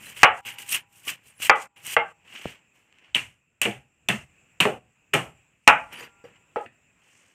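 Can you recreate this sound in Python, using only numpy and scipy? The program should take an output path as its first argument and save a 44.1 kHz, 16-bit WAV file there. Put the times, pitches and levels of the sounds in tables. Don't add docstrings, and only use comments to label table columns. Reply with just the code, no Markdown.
import sys
import numpy as np
from scipy import signal
from scipy.io import wavfile
from scipy.ndimage import uniform_filter1d

SR = 44100
rng = np.random.default_rng(int(sys.argv[2]) if len(sys.argv) > 2 else 0)


def invert_db(x):
    u = np.asarray(x, float) / 20
    return 10 ** u


def unload_audio(sound):
    columns = np.transpose(np.atleast_2d(sound))
    steps = np.round(np.clip(columns, -1, 1) * 32767)
    wavfile.write(sys.argv[1], SR, steps.astype(np.int16))


N = 323684

# pitch_hz, level_db per Hz
FIBRE_SPECTRUM = [(59, -41.5), (100, -5), (194, -12), (615, -15), (670, -15), (1120, -14), (1270, -16),
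                  (2920, -1), (3700, -20.5), (4680, -23), (8510, -12), (10300, -21.5), (13600, -17.5),
                  (15500, -25), (16500, -72)]
# pitch_hz, level_db per Hz
HELD_WALL = [(120, -61), (200, -22.5), (473, 0), (654, -7.5), (849, -1), (955, -18), (1180, -16),
             (2540, -8), (4500, -34), (5850, -80), (9900, -120)]


def evened(x):
    return x / np.sqrt(np.mean(x ** 2) + 1e-20)


def peaked(x):
    return x / abs(x).max()


def read(points, hz):
    f, value = np.transpose(points)
    return np.interp(np.log(hz + 1), np.log(f + 1), value)


def add(mix, start_s, sound):
    part = mix[round(start_s * SR):][:len(sound)]
    part += sound[:len(part)]


def highpass(x, order, hz):
    return signal.sosfilt(signal.butter(order, hz, "high", fs=SR, output="sos"), x)


def colour(points, lo_hz=1, hi_hz=30000):
    hz = abs(np.fft.fftfreq(4096, 1 / SR)) + 1
    edges = (1 + (lo_hz / hz) ** 8) * (1 + (hz / hi_hz) ** 8)
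    log_gain = np.log(np.maximum(invert_db(read(points, hz)) / np.sqrt(edges), 1e-5))
    taps = np.fft.ifft(np.exp(np.conj(signal.hilbert(log_gain)))).real[:2048]
    return taps / np.linalg.norm(taps)


def grit(share, spread_db, size=N):
    chance, big, sign = rng.random((size, 3)).T
    heights = invert_db(-spread_db * np.log(big * .995 + .005))
    return evened((chance < share) * heights * (sign - .5))


def shed(x, wet_db):
    decays = [(100, 0.5), (300, 0.22), (700, 0.31), (1800, .26), (3000, 0.25), (4500, 0.17), (13000, 0.16)]  # pitch_hz, t60_s
    taps = np.zeros(len(x))
    at = np.arange(150, len(x) - 20, 20)
    taps[at + rng.integers(0, 20, len(at))] = rng.choice([-1., 1.], len(at))
    hz, t, z = signal.stft(taps, SR, nperseg=256)
    z = z * invert_db(-60 * t / read(decays, hz)[:, None])
    tail = signal.istft(z, SR, nperseg=256)[1][:len(x)]
    return x + invert_db(wet_db) * signal.fftconvolve(x, tail / np.linalg.norm(tail))[:len(x)]


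def night():
    night_spectrum = [(25, -36), (60, -3.5), (125, 3.5), (300, -5.5), (800, -11), (1600, -11), (2200, -7.5),
                      (2620, 1.5), (3100, -15), (4200, -31), (6300, -24), (7500, -6.5), (9000, -32),
                      (16500, -33)]
    night_levels = [(0, -53.5), (0.852, -68), (2.2, -61.5), (2.699, -66), (3.1, -69.5), (3.449, -72),
                    (3.95, -68), (4.401, -61), (4.95, -66.5), (5.4, -62), (5.65, -71), (6.199, -62),
                    (6.8, -64), (7.34, -68.5)]
    frames, hz = N // 256 + 5, np.fft.rfftfreq(1024, 1 / SR)
    a, b, patches = rng.standard_normal((frames, 513, 3)).T
    patches = uniform_filter1d(uniform_filter1d(patches, 12, axis=0), 8, axis=1)
    gains = invert_db(read(night_spectrum, hz)[:, None] + 2.0 * evened(patches))
    air = signal.istft((a + 1j * b) * gains, nperseg=1024, noverlap=768)[1][:N]
    s, db = np.transpose(night_levels)
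    return evened(air) * invert_db(np.interp(np.arange(N) / SR, s, db))


def pressure(peak_s, db, press_s, release_s):
    t = np.arange(0, N, 32) / SR - peak_s
    away = np.where(t < 0, -t / press_s, t / release_s)
    return invert_db(db - 23 * away ** 1.3)


def smooth(gains):
    return np.interp(np.arange(N), np.arange(0, N, 32), sum(gains))


def hiss_gain(rows):
    return smooth(invert_db(hiss_db) * pressure(s, db, press_s, .8 * release_s)
                  for s, db, press_s, release_s, hiss_db in rows)


def blade(slips):
    steel_modes = [(4080, 60, -6), (4780, 40, -4), (5630, 40, -4), (5960, 45, -6), (7070, 45, -2),
                   (8490, 60, -4), (9740, 50, 1), (11850, 50, 0), (12550, 80, -5)]
    grip_db, grip_s = 4.0, .07
    out, t = np.zeros(N), np.arange(N) / SR
    knots = np.arange(0, N / SR + grip_s, grip_s)
    for hz, width_hz, db in steel_modes:
        r = np.exp(-np.pi * width_hz / SR)
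        grip = np.interp(t, knots, invert_db(db + grip_db * rng.standard_normal(len(knots))))
        mode = signal.lfilter([1], [1, -2 * r * np.cos(2 * np.pi * hz / SR), r * r], slips)
        out += grip * evened(mode)
    return evened(out)


def shaving():
    # peak_s, rasp_db, press_s, release_s, hiss_db against the rasp
    edge_strokes = [(.08, -45.5, 0.16, .15, -1.5), (0.17, -42, 0.013, 0.079, -7),
                    (.222, -36, 0.041, 0.013, -7), (0.473, -35, 0.06, 0.11, -6.5),
                    (0.586, -41, 0.0051, 0.072, -0.5), (.627, -47.5, 0.039, 0.016, 1),
                    (.66, -51.5, 0.043, 0.051, -2), (0.694, -44, 0.028, .08, 7.5),
                    (0.723, -31, 0.024, 0.047, 3.5), (0.749, -24, 0.029, .055, -4),
                    (.98, -62, 0.09, 0.122, 7), (1.065, -46.5, 0.035, 0.044, 1),
                    (1.083, -28, 0.015, 0.076, -3), (1.27, -57.5, 0.056, 0.13, 1),
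                    (1.404, -45.5, .012, .05, -3.5), (1.426, -29.5, 0.013, 0.083, -0.5),
                    (1.47, -36, 0.069, .02, 0.5), (1.763, -53.5, 0.0037, .12, -9.5),
                    (1.867, -43, 0.035, 0.13, 1.5), (1.941, -34.5, 0.098, 0.016, 1)]
    stone_clatters = [
        (5.931, -42.5, 0.019, 0.047, -14),
        (5.995, -42, 0.077, 0.06, -13),
        (6.039, -47.5, 0.063, 0.07, -8.5),
        (6.25, -57, .012, 0.12, -12.5),
        (6.362, -62.5, 0.024, 0.029, -25),
    ]
    dirt_scuffs = [(2.36, -42, 0.1, 0.19, -17), (2.5, -45, .25, 0.088, -9.5), (2.76, -67, 0.035, 0.21, -4),
                   (2.99, -63.5, 0.14, 0.32, -22.5), (3.07, -64, .08, 0.072, -23),
                   (5.9, -78, 0.067, 0.095, -33), (7.1, -62.5, 0.18, 0.18, -12.5),
                   (7.25, -66.5, 0.18, .4, -12)]
    # peak_s, level_db, press_s, release_s
    blade_drags = [(.385, -53.5, 0.096, 0.047), (1.559, -47.5, .006, 0.05), (1.622, -42.5, 0.055, 0.045),
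                   (2.11, -65, .17, .03), (5.7, -41.5, .01, .04), (5.82, -62, 0.27, 0.31),
                   (6.63, -61.5, 0.11, 0.093)]
    leaf_rustles = [(3.152, -43, .004, .13), (3.62, -48, .004, .15), (4.09, -42, .004, .14),
                    (4.61, -44, .005, .12), (5.14, -46, .005, .12), (1.6, -52, .05, .07),
                    (5.7, -51.5, .02, .14), (7.19, -64, 0.24, 0.27)]
    ground_shakes = [(.3, -53), (3.26, -54), (3.77, -56), (4.21, -51), (4.78, -54), (5.29, -56),
                     (5.85, -60), (6.02, -62)]

    edge_rasp = smooth(pressure(*row[:-1]) for row in edge_strokes)
    rasp = smooth(pressure(*row[:-1]) for row in edge_strokes + stone_clatters + dirt_scuffs)
    edge, stone, dirt = [hiss_gain(rows) for rows in (edge_strokes, stone_clatters, dirt_scuffs)]
    drag = smooth(pressure(*row) for row in blade_drags)
    rustle = smooth(pressure(*row) for row in leaf_rustles)
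    clumps = invert_db(2.2 * evened(uniform_filter1d(rng.standard_normal(N), 300)))
    slips = grit(.4, 1.8)

    def band(lo, hi):
        source = np.roll(slips, 7 * hi) * np.roll(clumps, lo)
        return evened(signal.oaconvolve(source, colour(FIBRE_SPECTRUM, lo, hi))[:N])

    bright = band(3800, 19000)
    hiss = (edge + .15 * drag + 0.86 * (stone + dirt)) * bright
    hiss += .9 * drag * band(3800, 9500) + (.6 * dirt + rustle) * band(5900, 6300)

    steel = blade(grit(.02, 3.5) * clumps)
    damped = signal.sosfilt(signal.butter(1, 5500, fs=SR, output="sos"), steel)
    ringing = (invert_db(-11.5) * edge + invert_db(-17) * dirt + 0.076 * drag) * steel
    clatter = invert_db(2) * stone * damped

    body = (invert_db(-29.5) * rasp ** 0.56 + invert_db(7.5) * stone) * band(150, 1900)
    rumble = invert_db(-45) * edge_rasp ** .4 * band(60, 150)
    shake_gain = smooth(pressure(*row, .2, .12) for row in ground_shakes)
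    deep = signal.butter(3, [52, 140], "band", fs=SR, output="sos")
    shake = shake_gain * evened(signal.sosfilt(deep, slips))
    return shake + rumble + rasp * band(1100, 5400) + body + hiss + ringing + clatter


def swelling_tones(rows, share=1):
    out = np.zeros(N)
    for peak_s, db, hz, length_s in rows:
        length_s = length_s * share
        t = np.arange(-.5 * length_s, length_s, 1 / SR)
        envelope = np.cos(np.pi * np.where(t < 0, t, t / 2) / length_s) ** 2
        add(out, peak_s + t[0], invert_db(db) * envelope * np.sin(2 * np.pi * hz * t))
    return out


def singing_steel():
    steel_songs = [(.05, -49, 9740, .11), (.06, -51, 11850, .06), (0.065, -50, 4060, 0.04),
                   (0.178, -45, 9740, .045), (0.38, -57, 9700, 0.035), (0.38, -64, 11800, 0.034),
                   (0.483, -49, 4780, .015), (0.487, -50, 5960, 0.033), (.5, -49, 9740, .03),
                   (0.528, -49, 9740, 0.034), (0.53, -51, 11800, 0.06), (.72, -36, 12500, .03),
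                   (0.591, -41, 9740, .015), (.623, -55, 4080, 0.034), (0.61, -52, 6200, .02),
                   (.695, -29, 8490, 0.022), (0.716, -25, 9740, .025), (0.724, -25, 11800, .03),
                   (0.73, -31, 5600, .03), (0.743, -28.5, 9740, 0.033), (.737, -32, 11850, .015),
                   (0.799, -57, 11850, 0.046), (.8, -54.5, 9700, 0.06), (1.069, -38.5, 9770, 0.035),
                   (1.284, -60, 9740, 0.062), (1.303, -55, 8490, 0.044), (1.37, -57, 9800, 0.076),
                   (1.442, -41, 4080, .03), (1.622, -57, 12000, 0.065), (1.62, -55, 8500, 0.043),
                   (1.777, -63, 9780, .04), (1.825, -62, 9740, .05), (1.873, -50, 4100, 0.034),
                   (1.9, -39, 8570, 0.044), (5.93, -50, 11850, .03), (5.955, -54, 9720, .13),
                   (5.93, -52, 5600, .02), (5.99, -54, 4760, .12), (6.012, -53, 6550, .03),
                   (5.995, -54, 8560, .03), (6.03, -55, 6200, .04), (6.01, -57, 11850, .12),
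                   (6.015, -49, 7070, .05), (6.03, -52, 8490, .03), (5.93, -52, 10800, .015)]
    flutter = uniform_filter1d(uniform_filter1d(rng.standard_normal(N), size=150), size=150)
    return swelling_tones(steel_songs, share=.6) * invert_db(-2 + 4 * evened(flutter))


def wall_pulses(rows):
    out, t = np.zeros(N), np.arange(-130, 600) / SR
    rise_s, fall_s = 0.00051, 0.0015
    shape = np.where(t < 0, np.exp(-(t / rise_s) ** 2), np.exp(-abs(t) / fall_s))
    for peak_s, db, hz in rows:
        add(out, peak_s + t[0], invert_db(db) * shape * np.cos(2 * np.pi * hz * t))
    return out


def parting_fibres():
    # peak_s, level_db, pitch_hz
    shaved_bundles = [(0.069, -35, 1800), (.167, -34, 3100), (0.451, -32, 2800), (.459, -33, 2700),
                      (0.47, -34, 2500), (.484, -32, 2200), (.49, -30, 2190), (.506, -35, 2900),
                      (.524, -36, 2900), (.586, -32, 2900), (0.731, -13, 2700), (0.7418, -18, 2600),
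                      (0.7464, -11, 2720), (0.751, -14, 2730), (.756, -20, 2650), (0.766, -26, 2800),
                      (1.082, -17, 2940), (1.0853, -34, 2880), (1.1023, -23, 2690), (1.4227, -26, 2770),
                      (1.43, -23, 2800), (1.4395, -24, 2700), (1.459, -24.5, 2800), (1.8622, -35, 2900),
                      (1.9227, -29, 2800), (1.9415, -23.5, 2890)]
    chopped_bundles = [(3.1486, -3, 3050), (3.1561, -10.5, 3000), (3.1618, -13.5, 2700),
                       (3.1652, -12.5, 2750), (3.1825, -20.5, 2900), (3.1937, -18, 2700),
                       (3.6163, -14, 2500), (3.6252, -17, 2600), (3.632, -15, 2800), (3.635, -18, 2900),
                       (3.6539, -12.5, 2800), (3.657, -15, 2800), (4.0872, -8.5, 2500),
                       (4.0885, -13.5, 3500), (4.0966, -17, 2400), (4.1142, -20, 2800), (4.1267, -22, 2900),
                       (4.6034, -9.5, 3000), (4.6076, -4.5, 2800), (4.6162, -13, 2600), (4.6215, -14, 2700),
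                       (4.6303, -19.5, 2400), (4.654, -11, 1900), (5.134, -24, 2600), (5.1361, -9, 2700),
                       (5.1382, -10, 1800), (5.1403, -6.5, 2700), (5.1435, -18, 2900), (5.153, -22, 2800)]
    return wall_pulses(shaved_bundles + chopped_bundles)


def ticks():
    small_snaps = [(0.163, -35.5), (1.401, -33), (1.421, -18.5), (1.5564, -31), (2.926, -43),
                   (2.9364, -60.5), (2.9515, -58), (2.986, -41.5), (3.074, -55), (3.1445, -27),
                   (3.314, -61), (4.607, -18), (5.1335, -30), (5.6725, -18), (5.929, -37), (5.9887, -47),
                   (6.361, -52)]
    out, snap = np.zeros(N), colour(FIBRE_SPECTRUM, 1100, 6500)
    for s, db in small_snaps + [(.221, -24)]:
        burst = np.convolve(rng.standard_normal(90) * np.exp(-np.arange(90) / 19.0), snap)
        add(out, s, invert_db(db) * peaked(burst))
    return out


def ring(modes, t, spread, longest_s=2):
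    hz, db, t60 = np.array(modes).T[:, :, None]
    detune, weight = rng.standard_normal((2, len(modes), 1))
    decay = invert_db(db + 1.0 * weight - 60 * t / np.minimum(t60, longest_s))
    return peaked((decay * np.sin(2 * np.pi * hz * (1 + spread * detune) * t)).sum(0))


def blow(row, wall, wall_t60, crunch_t60, fizz_t60, modes_db, crunch_db, snap_db, fizz_db, wet_db):
    tube_modes = [(464, -7, 0.54), (526, -7, 0.23), (693, -4.5, .1), (845, -8, .15), (986, -0.5, 0.076),
                  (1192, -8.5, 0.23), (1280, -7.5, .16), (1332, 1.5, 0.076), (1605, -9, 0.07),
                  (1800, -10.5, 0.12), (2036, -5, 0.12), (2015, -7.5, 0.4), (1944, 2.5, 0.14),
                  (2233, -6.5, 0.046), (2685, -9.5, 0.097), (2743, -5.5, 0.29), (3050, -13.5, 0.05)]
    ground_modes = [(136, 1.5, 0.12), (170, 0, 0.07), (205, -2, 0.08), (242, 2, 0.076), (312, -3.5, 0.3)]  # pitch_hz, level_db, t60_s
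    start_s, db, low_db, top_db, thud_db = row
    t = np.arange(round(.36 * SR)) / SR
    contact = grit(.05, 0.98, size=len(t)) * np.exp(-t / .002)
    contact[0] = abs(contact).max() + 1

    def through(source, response):
        return peaked(signal.fftconvolve(source, response)[:len(t)])

    def struck(modes):
        return through(contact, ring(modes, t[:9000], .015, .2))

    def torn(spectrum, t60, lo, hi, share=.12, spread_db=3.2):
        tearing = grit(share, spread_db, size=len(t)) * invert_db(-60 * t / t60)
        return through(tearing, colour(spectrum, lo, hi))

    def snap(lo, hi):
        return invert_db(snap_db) * through(contact, colour(wall, lo, hi))

    low = invert_db(modes_db) * struck([m for m in tube_modes if m[0] < 1450])
    low += torn(wall, wall_t60, 300, 1450) + .6 * snap(500, 1450)
    high = invert_db(modes_db) * struck([m for m in tube_modes if m[0] > 1450])
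    high += torn(wall, wall_t60, 1450, 3500) + snap(1450, 4000)
    crunch = invert_db(crunch_db) * torn(FIBRE_SPECTRUM, crunch_t60, 1450, 3500)
    crack = torn(FIBRE_SPECTRUM, .03, 2600, 13000, .3, 2)
    fizz = invert_db(fizz_db) * torn(FIBRE_SPECTRUM, fizz_t60, 4100, 11000, .5, 1.2)
    thud = 1.3 * struck(ground_modes) + torn(FIBRE_SPECTRUM, 0.055, 150, 380)
    body = invert_db(low_db) * low + high + crunch + invert_db(thud_db) * thud
    return start_s + .0018, invert_db(db) * (shed(body, wet_db) + invert_db(top_db) * (fizz + crack))


def blows(rows, wall, **settings):
    out = np.zeros(N)
    for row in rows:
        add(out, *blow(row, wall, **settings))
    return out


def knocks():
    # start_s, blow_db, low_db, crack_db, thud_db
    hard_knocks = [
        (0.23, 4.5, -4, -13.5, -54.5),
        (1.494, -4, 2, -21.5, -47.5),
        (1.964, -7.5, 2.5, -30.5, -35),
        (5.674, 2.5, -1, -7, -31.5),
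    ]
    rattling_wall = [(120, -53), (200, -26), (717, -4), (860, -0.5), (1010, -11), (1130, -1), (1530, -4),
                     (1720, -7), (2090, -7.5), (2710, -7.5), (4500, -45), (5850, -66.5), (9900, -120)]
    return blows(hard_knocks, rattling_wall, wall_t60=0.1, crunch_t60=0.034, fizz_t60=0.11,
                 modes_db=-8.5, crunch_db=-10.5, snap_db=9.0, fizz_db=-17.5, wet_db=-8.5)


def slaps():
    wall_slaps = [(.2335, -2, 1900), (.2365, -2, 2700), (.2385, -3, 2000), (.2425, -6, 550),
                  (.2535, -6, 1250), (1.4968, -14, 4700), (1.4965, -3, 1800), (1.501, -3, 2200),
                  (1.507, -8, 1100), (1.5165, -8, 1000), (5.682, -4, 1700), (5.6935, -6, 1450),
                  (5.7008, -1, 900), (5.709, -7, 1150), (1.4988, -3, 1900), (3.1472, -22, 3800),
                  (4.0868, -19, 6000), (4.6028, -16, 3700), (2.4555, -28, 600), (6.6615, -36, 2700),
                  (6.5608, -20, 900)]
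    return wall_pulses(wall_slaps)


def swelling_tails():
    tail_swells = [(.283, -20, 851, 0.025), (.241, -10, 2130, .016), (.26, -20, 2900, .04),
                   (.24, -16, 2450, .02), (1.525, -18, 1255, .04), (1.55, -19, 850, .02),
                   (1.503, -14, 2000, .02), (1.968, -10, 1950, 0.006), (1.987, -22, 894, 0.023),
                   (2.005, -24, 2140, 0.027), (2.023, -22, 845, 0.025), (5.678, -5, 2710, .006),
                   (5.701, -13, 880, .015), (5.73, -22, 854.4, .03), (5.725, -22, 1457, 0.034),
                   (5.76, -28, 1520, 0.042), (1.08, -44, 1160, .05), (6.584, -25, 851, .02),
                   (6.614, -30, 830, .02), (3.685, -30, 208, .06), (3.67, -28, 467, .04),
                   (3.68, -30, 694, .04), (3.68, -30, 330, .04), (4.104, -19, 172, .016),
                   (4.145, -27, 212, .04), (3.161, -36, 185, .02), (4.619, -21, 165, .016),
                   (4.665, -26, 420, .04), (5.145, -24, 400, .03)]
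    return swelling_tones(tail_swells)


def humming_blade():
    # start_s, level_db, tilt_db per octave
    blade_hums = [
        (.235, -43.5, -0.5),
        (1.5, -56.5, 4),
        (1.97, -59, -7),
        (5.68, -51, 19.5),
    ]
    bending_modes = [(812, 0, 1.5), (904, -4, 1.2), (977, -5, 1.6), (1168, -10, 1.2), (1388, -13, 1.7)]  # pitch_hz, level_db, t60_s
    out, t = np.zeros(N), np.arange(SR) / SR
    for s, level_db, tilt_db in blade_hums:
        for hz, db, t60 in bending_modes:
            tilted_db = level_db + db + tilt_db * np.log2(hz / bending_modes[0][0])
            waver_db = 3 * np.interp(t, np.arange(31) / 30, rng.standard_normal(31))
            add(out, s, invert_db(tilted_db - 60 * t / t60 + waver_db) * np.sin(2 * np.pi * hz * t))
    return out


def bumps():
    # start_s, level_db, pitch_hz
    soft_bumps = [
        (1.075, -36, 500),
        (1.402, -40, 480),
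        (2.4567, -17, 450),
        (4.654, -13.5, 1180),
        (3.657, -22, 550),
    ]
    out, t = np.zeros(N), np.arange(4000) / SR
    for s, db, hz in soft_bumps:
        tone = np.sin(2 * np.pi * hz * t * np.exp(-t / 0.012)) * np.exp(-t / 0.00053) * 3.25
        add(out, s, invert_db(db) * shed(tone, -17.0))
    return out


def lone_rings():
    single_rings = [(2.4598, -25, 115, .045), (1.967, -18, 2130, 0.16), (1.967, -18, 468, 0.18),
                    (6.009, -44, 473.6, 0.22), (6.241, -39, 479, .13), (6.252, -42.5, 526, 0.078),
                    (6.241, -62, 4780, 0.1), (6.241, -65, 5650, 0.094), (6.566, -21.5, 479, 0.11),
                    (6.562, -26, 845, 0.1), (6.563, -65, 4780, .08), (6.563, -61, 5700, 0.094)]
    out, t = np.zeros(N), np.arange(SR) / SR
    for s, db, hz, t60 in single_rings:
        add(out, s, invert_db(db - 60 * t / t60) * np.sin(2 * np.pi * hz * t))
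    return out


def chops():
    chop_blows = [
        (3.1465, -19, -10, 2, -29),
        (3.156, -16.5, -14, -8, -18),
        (3.614, -13, -11, 2, -26.5),
        (3.63, -32, -0.5, 12, -13),
        (4.085, -13.5, -4, 0, -16),
        (4.095, -34, 0, -7, 2),
        (4.601, -10, -4.5, -6.5, -18),
        (4.605, -22.5, -11.5, 10.5, -12.5),
        (4.615, -23, -7.5, -8, -5),
        (5.1355, -12.5, 1.5, 0.5, -15),
    ]
    split_wall = [(120, -38.5), (200, -16.5), (364, -14.5), (1210, -13), (1810, -12), (2470, -3.5),
                  (2820, -3), (3120, -7.5), (3800, -15.5), (4500, -12.5), (5850, -59), (9900, -120)]
    return blows(chop_blows, split_wall, wall_t60=0.18, crunch_t60=0.21, fizz_t60=0.28,
                 modes_db=-11.5, crunch_db=-3.5, snap_db=-2.0, fizz_db=-10.5, wet_db=-9.0)


def rebounds():
    stone_bounces = [(3.651, -29, 3.5, -9, 1.5), (3.656, -21.5, -1, -21, -9),
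                     (3.71, -34.5, -12, -19.5, -16), (4.099, -18.5, -18, -23, -9),
                     (4.62, -28.5, -3, -7, -13), (4.653, -24.5, 11.5, -23.5, 1),
                     (5.148, -16.5, 1.5, -23, -5)]
    return blows(stone_bounces, HELD_WALL, wall_t60=0.15, crunch_t60=0.014, fizz_t60=0.0497,
                 modes_db=-13.5, crunch_db=5.0, snap_db=3.6, fizz_db=-9.5, wet_db=-7.0)


def laying():
    laying_blows = [(6.239, -67.5, 7.5, 3.5, 7.5), (6.239, -61, 14.5, -6.5, 10), (6.558, -33, 13, -15, -26),
                    (6.584, -46, 6, -18, -10), (6.609, -63, 3, -11, -11), (6.661, -33.5, -23, -20, -6)]
    return blows(laying_blows, HELD_WALL, wall_t60=0.072, crunch_t60=0.23, fizz_t60=0.1,
                 modes_db=-3.5, crunch_db=-13.0, snap_db=0.44, fizz_db=-8.0, wet_db=-3.5)


def suppressor():
    gate_closings = [(0.411, 0.451, -35), (1.676, 1.759, -34), (2.128, 2.247, -14.5), (3.785, 3.855, -3),
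                     (4.251, 4.297, -6.5), (4.786, 4.84, -8), (5.312, 5.358, -2.5), (5.856, 5.901, 0),
                     (6.665, 6.718, -11.5)]
    cut_db, dim_db = np.zeros((2, N))
    for start_s, end_s, db in gate_closings:
        cut_db[round(start_s * SR):round((end_s + .15) * SR)] = db
        dim_db[round(start_s * SR):round(end_s * SR)] = db
    return cut_db, dim_db


def scene():
    cut_db, dim_db = suppressor()
    hits = highpass(knocks() + chops() + rebounds() + laying(), 3, 110)
    hits = hits * invert_db(uniform_filter1d(cut_db, 600))
    small = highpass(ticks() + humming_blade() + bumps() + lone_rings(), 2, 70)
    rest = (small + night()) * invert_db(0.31 * uniform_filter1d(dim_db, 400))
    shaved = shaving() * invert_db(0.57 * uniform_filter1d(dim_db, 200))
    tones = singing_steel() + parting_fibres() + slaps() + swelling_tails()
    return (shaved + hits + rest + tones)[None]


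def roll_off(x):
    return signal.sosfilt(signal.butter(12, 16770, fs=SR, output="sos"), x)


def record(dry):
    knee, headroom = .6, .36
    over = np.maximum(abs(dry) - knee, 0)
    held = np.sign(dry) * (np.minimum(abs(dry), knee) + headroom * np.tanh(over / headroom))
    held = signal.sosfilt(signal.butter(8, 15800, fs=SR, output="sos"), held) * .87
    return roll_off(held)


dry = scene()
out = record(dry)
unload_audio(out)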